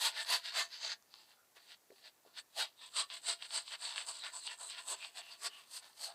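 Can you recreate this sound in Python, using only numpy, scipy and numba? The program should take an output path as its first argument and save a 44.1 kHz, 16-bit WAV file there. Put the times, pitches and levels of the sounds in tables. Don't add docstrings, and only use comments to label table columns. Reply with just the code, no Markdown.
import sys
import numpy as np
from scipy import signal
from scipy.fft import rfft, irfft
from scipy.io import wavfile
from scipy.ndimage import uniform_filter1d
from numba import njit

SR = 44100
rng = np.random.default_rng(int(sys.argv[2]) if len(sys.argv) > 2 else 0)


def pcm_store(signal):
    levels = np.round(np.clip(np.atleast_2d(signal), -1, 1) * 32767)
    wavfile.write(sys.argv[1], SR, levels.astype(np.int16).T)


N = 270774
T = np.arange(N) / SR

# (frequency [Hz], level [dB])
ROOM_COLOUR = [(15, -54), (25, -14), (59, -7), (125, -6.5), (335, -1.5), (811, -1.5), (1060, -4.5),
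               (3540, -10), (5880, -7), (7480, -8), (8100, -9.5), (9520, -10.5), (10300, -8), (15000, -8)]
ROOM_DB = -71.5

# (fastest moment [s], rise [s], fall [s], swish [dB], then relative to the swish:
# cheek [dB], shaft rasp [dB], foam fizz [dB], tip scratch [dB]; then
# resonance of the wet knot [Hz], lag of foam and tips behind the bristles [s])
BRUSH_STROKES = [(0.06, 0.089, 0.056, -34.5, -11, -8, -9, -7, 3740, 0.00012),
                 (0.203, 0.1, 0.044, -41, -13, -5.5, -11, -15, 3460, 0.018),
                 (0.337, 0.081, 0.062, -33, -12, -6.5, -15.5, -8, 4200, 0.0038),
                 (0.468, 0.055, 0.068, -43.5, -18, -6, -16.0, -19, 3930, -0.00092),
                 (0.59, 0.073, 0.074, -36, -10, -5, -7.5, -13, 4060.0, 0.0075),
                 (0.754, 0.08, 0.059, -49, -20, -8, -13.5, -20, 4630, -0.0013),
                 (0.865, 0.09, 0.047, -42.0, -13.5, -9.5, -7, -26, 4400, 0.001),
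                 (0.92, 0.08, 0.039, -44, -15.5, -5, -8, -27, 4600, -0.0027),
                 (1.164, 0.1, 0.16, -63, -14, -12, -14, -15, 4630, -0.002),
                 (1.323, 0.1, 0.052, -67.5, -7.5, -4, -13, -9.0, 3780.0, -0.014),
                 (1.572, 0.022, 0.032, -62.0, -3.5, 0, -19, -6.5, 3830.0, -0.0011),
                 (1.634, 0.097, 0.073, -68, -9.5, -4.5, -9.5, -9.0, 4030, 0.019),
                 (1.724, 0.078, 0.043, -57, -15.5, -7.5, -13.5, -16, 3430, -0.003),
                 (2.03, 0.18, 0.041, -69.5, -14, -8, -13, -8, 4350, -0.016),
                 (2.073, 0.06, 0.034, -56, -16.5, -6.5, -14.5, -17, 3950, 0.003),
                 (2.271, 0.055, 0.15, -74.5, -1.5, -9.5, -18, -6, 4180.0, 0.0081),
                 (2.389, 0.047, 0.028, -47, -15.5, -8, -9.5, -19, 3800, 0.0082),
                 (2.612, 0.057, 0.063, -37, -12.5, -10, -12.5, -11, 3730, -0.0033),
                 (2.859, 0.11, 0.055, -57, -10.5, -10.5, -6, -22, 3400, 0.003),
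                 (2.996, 0.061, 0.053, -36, -13.5, -11.5, -3, -21, 3800, -0.0034),
                 (3.114, 0.022, 0.089, -48.5, -16, -10.5, -9, -21.5, 3020.0, 0.025),
                 (3.16, 0.084, 0.043, -52.5, -14.5, -6, -4, -18.0, 4060.0, 0.003),
                 (3.301, 0.066, 0.057, -38, -13.5, -8.5, -1.5, -20, 4100, -0.0033),
                 (3.443, 0.07, 0.042, -50, -14, -7.5, -6.5, -27, 3140.0, 0.011),
                 (3.562, 0.068, 0.071, -39.5, -13.5, -9.5, -3, -19, 4460, -0.00081),
                 (3.69, 0.065, 0.074, -52.5, -18.5, -18.5, -5.5, -22.0, 3760, 0.005),
                 (3.735, 0.049, 0.043, -47.0, -10, -4.5, -8.5, -20.0, 3010.0, -0.0029),
                 (3.855, 0.074, 0.15, -45.5, -11.5, -8, -4, -20.0, 3880, -0.0081),
                 (3.992, 0.068, 0.072, -46, -9.5, -5.5, -2.5, -28, 3260.0, -0.0014),
                 (4.091, 0.037, 0.049, -47, -7.5, -12.5, 3.5, -14.5, 4930, 0.0012),
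                 (4.165, 0.14, 0.12, -52.5, -14, -13, -3.5, -28, 4070, -0.00098),
                 (4.248, 0.032, 0.074, -46.5, -9, -1.5, -8.5, -22.0, 3670, 0.0099),
                 (4.359, 0.054, 0.063, -52.5, -6, -12, 4.5, -15, 4730, 0.0053),
                 (4.415, 0.048, 0.054, -63, -19, -8, 2, -22, 4220, 0),
                 (4.473, 0.047, 0.03, -45, -16.5, -22, -4.5, -25, 4050, -0.0083),
                 (4.519, 0.064, 0.053, -49.5, -11.5, -5, -5, -21, 2960, 0.0041),
                 (4.621, 0.051, 0.097, -55.5, -2, -8.5, 7.5, -10, 3990.0, -0.00056),
                 (4.713, 0.049, 0.074, -49.5, -18, -10, -4, -17, 3360, -0.02),
                 (4.783, 0.065, 0.056, -49.5, -10, -6, -7, -20, 3060.0, 0.017),
                 (4.927, 0.083, 0.041, -46.5, -4.5, -10.5, 4, -7, 3520, -0.0068),
                 (5.049, 0.14, 0.077, -52.5, -13, -10.5, -7, -18, 2780.0, 0.0081),
                 (5.188, 0.047, 0.036, -48.5, -10, -8, -4, -15, 3420, -0.0017),
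                 (5.269, 0.19, 0.069, -60.5, -10.5, -7.5, -12.0, -12.0, 2790.0, 0.014),
                 (5.32, 0.061, 0.072, -56.5, -9.5, -10, -10, -12, 2960, 0.005),
                 (5.469, 0.072, 0.027, -42, -10.5, -7, -3.5, -10.5, 5170, -0.003),
                 (5.561, 0.1, 0.14, -59, -8, -7.5, -9, -9, 2780, 0.0091),
                 (5.773, 0.099, 0.038, -50.0, -14.5, -11.5, -2, -4.0, 4670, 0.0029),
                 (5.861, 0.087, 0.088, -61.5, -6, -5, -10, -7, 4070, 0.012),
                 (6.05, 0.094, 0.064, -47.5, -12, -11, -5, -5, 5030, 0.00081),
                 (6.093, 0.027, 0.058, -55, -1, -9, -3.5, -19, 4110.0, -0.006)]
ARCH_DB = 21.5
ARCH_POWER, ARCH_FOOT = 2.473, 4
KNOT_SAG_PER_S = 0.56
REST_DB = -86

# (frequency [Hz], level [dB])
SWISH_COLOUR = [(600, -56), (1300, -34), (2100, -2.5), (2700, -1.5), (3700, 0.5), (4600, 1.5), (5000, -1),
                (5400, -9), (6200, -10.5), (6800, -22), (9000, -35), (15000, -55)]
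SHAFT_COLOUR = [(100, -67.5), (600, -33.5), (1150, -16.5), (1480, -4.5), (1800, -0.5), (2150, -1.5),
                (2600, -5), (3500, -33.5), (8000, -49.5)]
CHEEK_COLOUR = [(50, -49), (130, -55), (250, -30), (340, -20), (420, -10), (520, -1.5), (680, 4.5),
                (790, -2), (1000, 4), (1300, 2.5), (1700, 0.5), (3000, -50)]
FIZZ_COLOUR = [(300, -59), (5000, -27), (5700, -8.5), (6200, 6), (6800, 0.5), (7400, 3.5), (8000, 7),
               (8600, 4.5), (9400, 0.5), (10400, -2.5), (12000, -12), (15000, -23.5)]
TIP_COLOUR = [(300, -62), (3000, -37.5), (5400, -3.5), (6200, 0.5), (7500, -1.5), (9500, 0.5), (11000, -6),
              (12600, -4), (13700, -14.5), (15500, -19)]

# (time [s], frequency [Hz])
CHEEK_HOLLOW = [(0, 945), (.2, 900), (.58, 1075), (.9, 910), (2.0, 776), (2.39, 1170), (2.56, 710),
                (2.66, 864), (2.95, 1076), (3.45, 890), (3.75, 997), (4.5, 972), (4.95, 1060), (5.19, 736),
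                (5.45, 1180), (5.75, 1040), (6.14, 740)]
# (time [s], frequency [Hz])
FOAM_PITCH = [(0, 8100), (.24, 8100), (.406, 7300), (.548, 7360), (.676, 6400), (.912, 6370), (1.28, 8050),
              (4.7, 8080), (5.25, 7860), (5.75, 8470)]
FOAM_WANDER = 0.011

# (middle [s], spread of the swell [s], pitch at the middle [Hz],
# level before the swell [dB])
KNOT_SQUELCHES = [(0.197, 0.02, 1780, -48), (1.397, 0.045, 1400, -76.5), (2.066, 0.02, 644, -71.5),
                  (2.592, 0.017, 644, -50), (2.627, 0.02, 800, -55.5), (2.613, 0.0071, 1490, -46),
                  (2.831, 0.03, 3660, -58), (2.996, 0.032, 1185, -52.5), (4.22, .03, 3940, -52.5),
                  (4.41, .025, 4220, -56.5), (4.493, 0.01, 2950, -50), (4.504, 0.014, 1830, -61),
                  (4.665, 0.035, 4000, -56), (3.303, .025, 432, -74), (4.929, 0.015, 394, -66),
                  (5.033, 0.017, 2540, -53), (5.28, 0.052, 2780, -62), (5.324, 0.0091, 4700, -52),
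                  (5.462, 0.026, 422, -69), (5.551, 0.037, 2920, -58.5), (6.049, 0.02, 4330, -44.5),
                  (6.084, 0.012, 700, -59)]
# (time [s], level before trim and filter [dB], pitch [Hz])
BUBBLE_BURSTS = [(0.2485, -32, 4000), (0.3393, -16.5, 4600), (.506, -47, 4630), (0.9189, -29, 4730),
                 (1.025, -44.5, 6860), (1.1403, -34, 4200), (1.157, -44, 4080), (1.186, -45, 4560),
                 (1.569, -53, 2980), (1.905, -53, 2000), (3.1015, -30.5, 3540), (3.424, -28, 3300),
                 (3.507, -31.5, 3500), (3.679, -33.5, 3680), (3.720, -33, 3260), (3.925, -30, 3540),
                 (3.960, -26, 3800), (3.9799, -21.5, 3000), (4.238, -28, 3560), (4.266, -32, 2950),
                 (4.476, -26.5, 3150), (4.706, -34, 4380), (5.027, -32.5, 2880), (5.048, -28, 3570),
                 (5.217, -37, 2780), (5.269, -48, 3000), (5.554, -51, 2920), (5.844, -41, 4340)]
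# (time [s], peak [dB], starting pitch [Hz])
KNOT_PLOPS = [(1.567, -61, 490), (1.9027, -53, 424), (1.917, -53.5, 530), (1.924, -57, 408),
              (2.25, -59.5, 680), (2.261, -58, 487), (2.272, -61, 395)]
# (frequency [Hz], width [Hz], level [dB])
NOOK_RESONANCES = [(390, 22, 2), (680.7, 11, 4.5), (799, 30, 3.5), (880, 34, -1.5), (1020, 19, -4),
                   (1136, 27, -2), (1301, 31, -5.5), (1425, 150, -6), (1650, 16, -2.5), (1785, 14, 0.5),
                   (1943, 36, -17.5), (2756, 130, -11.5), (3940, 7.6, -32), (4490, 45, -2.5)]


def undb(db):
    return 10 ** (np.asarray(db) / 20)


def unit(x):
    return x / np.sqrt(np.mean(x ** 2))


def curve(rows):
    s, values = np.transpose(rows)
    return np.interp(T, s, values)


def add(out, s, sound):
    i = int(s * SR)
    out[i:i + len(sound)] += sound[:N - i]


def colour(x, points, size=2048):
    hz, db = np.transpose(points)
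    bins = np.maximum(np.arange(size // 2 + 1) * SR / size, 1)
    gain = undb(np.interp(np.log(bins), np.log(hz), db))
    cepstrum = irfft(np.log(gain))
    cepstrum[1:size // 2] *= 2
    cepstrum[size // 2 + 1:] = 0
    impulse = irfft(np.exp(rfft(cepstrum)))
    return unit(signal.fftconvolve(x, impulse)[:N])


@njit
def resonate(x, hz, width):
    y, band, low = np.empty(len(x)), 0., 0.
    for i in range(len(x)):
        g, damping = np.tan(np.pi * hz[i] / SR), width / hz[i]
        v = (band + g * (x[i] - low)) / (1 + g * (g + damping))
        band, low, y[i] = 2 * v - band, low + 2 * g * v, damping * v
    return y


def ringing(x, hz, width, direct):
    return unit(direct * x + resonate(x, hz, width))


def walk(rate):
    k = int(SR / rate)
    steps = np.repeat(rng.standard_normal(N // k + 1), k)
    return unit(uniform_filter1d(steps, k)[:N])


def clicks(per_s, spread_db):
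    chance = np.clip(per_s / SR, 1e-3, 1)
    size = undb(spread_db * np.minimum(rng.exponential(size=N), 6))
    sign = np.sign(rng.standard_normal(N))
    return unit((rng.random(N) < chance) * sign * size / np.sqrt(chance))


def room_hiss():
    return undb(ROOM_DB) * colour(rng.standard_normal(N), ROOM_COLOUR, size=8192)


def arch(age, rise, fall):
    u = np.abs(age) / np.where(age < 0, rise, fall)
    flank = undb(ARCH_DB) ** (2 / ARCH_FOOT) - 1
    return (1 + flank * u ** ARCH_POWER) ** -ARCH_FOOT


def strokes(tips_lead_s=0.0057, tips_length=0.96):
    power = np.full((5, N), undb(REST_DB) ** 2)
    knot = power[0] * np.mean([row[8] for row in BRUSH_STROKES])
    for s, rise, fall, db, cheek_db, shafts_db, fizz_db, tips_db, knot_hz, lag in BRUSH_STROKES:
        span = slice(max(int((s - 3 * rise) * SR), 0), int((s + 3 * fall) * SR))
        age = T[span] - s
        bristles, foam = arch(age, rise, fall), arch(age - lag, rise, fall)
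        tips = arch(age - lag + tips_lead_s, tips_length * rise, tips_length * fall)
        peaks = undb(db + np.array([0, cheek_db, shafts_db, fizz_db, tips_db])) ** 2
        power[:, span] += peaks[:, None] * np.array([bristles, bristles, bristles, foam, tips])
        knot[span] += peaks[0] * bristles * knot_hz * np.exp(-KNOT_SAG_PER_S * age)
    levels = 10 * np.log10(power)
    return levels[0], levels[1:] - levels[0], knot / power[0]


def brush():
    swish_db, (cheek_db, shafts_db, fizz_db, tips_db), knot_hz = strokes()
    cheek_hz = curve(CHEEK_HOLLOW)
    foam_hz = curve(FOAM_PITCH) * (1 + FOAM_WANDER * walk(14))
    per_s = 14000 * undb(.55 * (swish_db + 44.5))
    pops = undb(-10) * clicks(170, spread_db=2.8)
    pops_share = np.minimum(undb(-.5 * (swish_db + 48.0)), 1)
    flicks = clicks(per_s, spread_db=3.0) + pops * pops_share
    swish = ringing(colour(flicks, SWISH_COLOUR), knot_hz, width=1410.0, direct=0.82)
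    shafts = undb(shafts_db) * colour(flicks, SHAFT_COLOUR)
    skin = colour(.5 * flicks + 0.47 * clicks(per_s, spread_db=2.5), CHEEK_COLOUR)
    cheek = undb(cheek_db) * ringing(skin, cheek_hz, width=110.0, direct=0.67)
    cells = resonate(colour(clicks(per_s, spread_db=3.5), FIZZ_COLOUR), foam_hz, 2100.0)
    fizz = undb(fizz_db) * ringing(cells, foam_hz, width=2400.0, direct=0.6)
    tips = undb(tips_db) * colour(clicks(per_s, spread_db=-1.5), TIP_COLOUR)
    tufts_db = 0.93 * walk(130) + 0.39 * walk(40)
    return undb(swish_db + tufts_db) * (swish + shafts + cheek + fizz + tips)


def scatter(x, echo_db=-21.5, count=10):
    lags = rng.integers(SR // 1000, SR // 200, count)
    echoes = sum(walk(9) * np.pad(x, (lag, 0))[:N] for lag in lags)
    gain = undb(echo_db)
    return (x + gain * echoes) / np.sqrt(1 + count * gain ** 2)


def squelches(width_hz=170.0, width_share=0.064, sag=0.017):
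    out, rub = np.zeros(N), clicks(4000, spread_db=2.5)
    for s, spread, hz, db in KNOT_SQUELCHES:
        span = np.abs(T - s) < 2.5 * spread
        u = (T[span] - s) / spread
        pitch, width = hz * (1 - sag * u), width_hz + width_share * hz
        ring = resonate(resonate(rub[span], pitch, width), pitch, width)
        swell = np.exp(-u ** 2 / 2)
        out[span] += undb(db) * swell * unit(ring)
    return out


def bubbles(gain_db=-2.5, skin_db=-18, skin_hz=1100):
    out, t = np.zeros(N), T[:SR // 100]

    def tick(hz):
        age = 2 * hz * t
        wave = np.sin(np.pi * age) * age ** 2 * np.exp(-age)
        return wave / np.abs(wave).max()

    for s, db, hz in BUBBLE_BURSTS:
        snap = tick(hz) + undb(skin_db) * tick(skin_hz)
        add(out, s, undb(db + gain_db) * snap)
    return signal.sosfilt(signal.butter(3, [550, 6300], "band", fs=SR, output="sos"), out)


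def plops(t60=0.015, glide=4.3):
    out, t = np.zeros(N), T[:SR // 16]
    envelope = undb(-60 * t / t60) * (1 - np.exp(-t / 0.0025))
    for s, db, hz in KNOT_PLOPS:
        ring = np.sin(2 * np.pi * hz * t * (1 + glide * t)) * envelope
        add(out, s, undb(db) * ring / np.abs(ring).max())
    return out


def bathroom(x, t60=0.076, wet_db=-15):
    nook = sum(undb(db) * resonate(x, np.full(N, float(hz)), float(width)) for hz, width, db in NOOK_RESONANCES)
    near = x + nook
    t = T[:SR // 2]
    tail = rng.standard_normal(len(t)) * undb(-60 * t / t60) * (t > .003)
    tail = signal.sosfilt(signal.butter(1, 6000, fs=SR, output="sos"), tail / np.linalg.norm(tail))
    return near + undb(wet_db) * signal.fftconvolve(near, tail)[:N]


def scene():
    shave = scatter(brush()) + squelches() + bubbles() + plops()
    return (bathroom(shave) + room_hiss())[None]


def record(dry, top_hz=15500):
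    thin = signal.sosfilt(signal.butter(2, 50, "high", fs=SR, output="sos"), dry)
    return signal.sosfilt(signal.ellip(10, .2, 70, top_hz, fs=SR, output="sos"), thin)


dry = scene()
out = record(dry)
pcm_store(out)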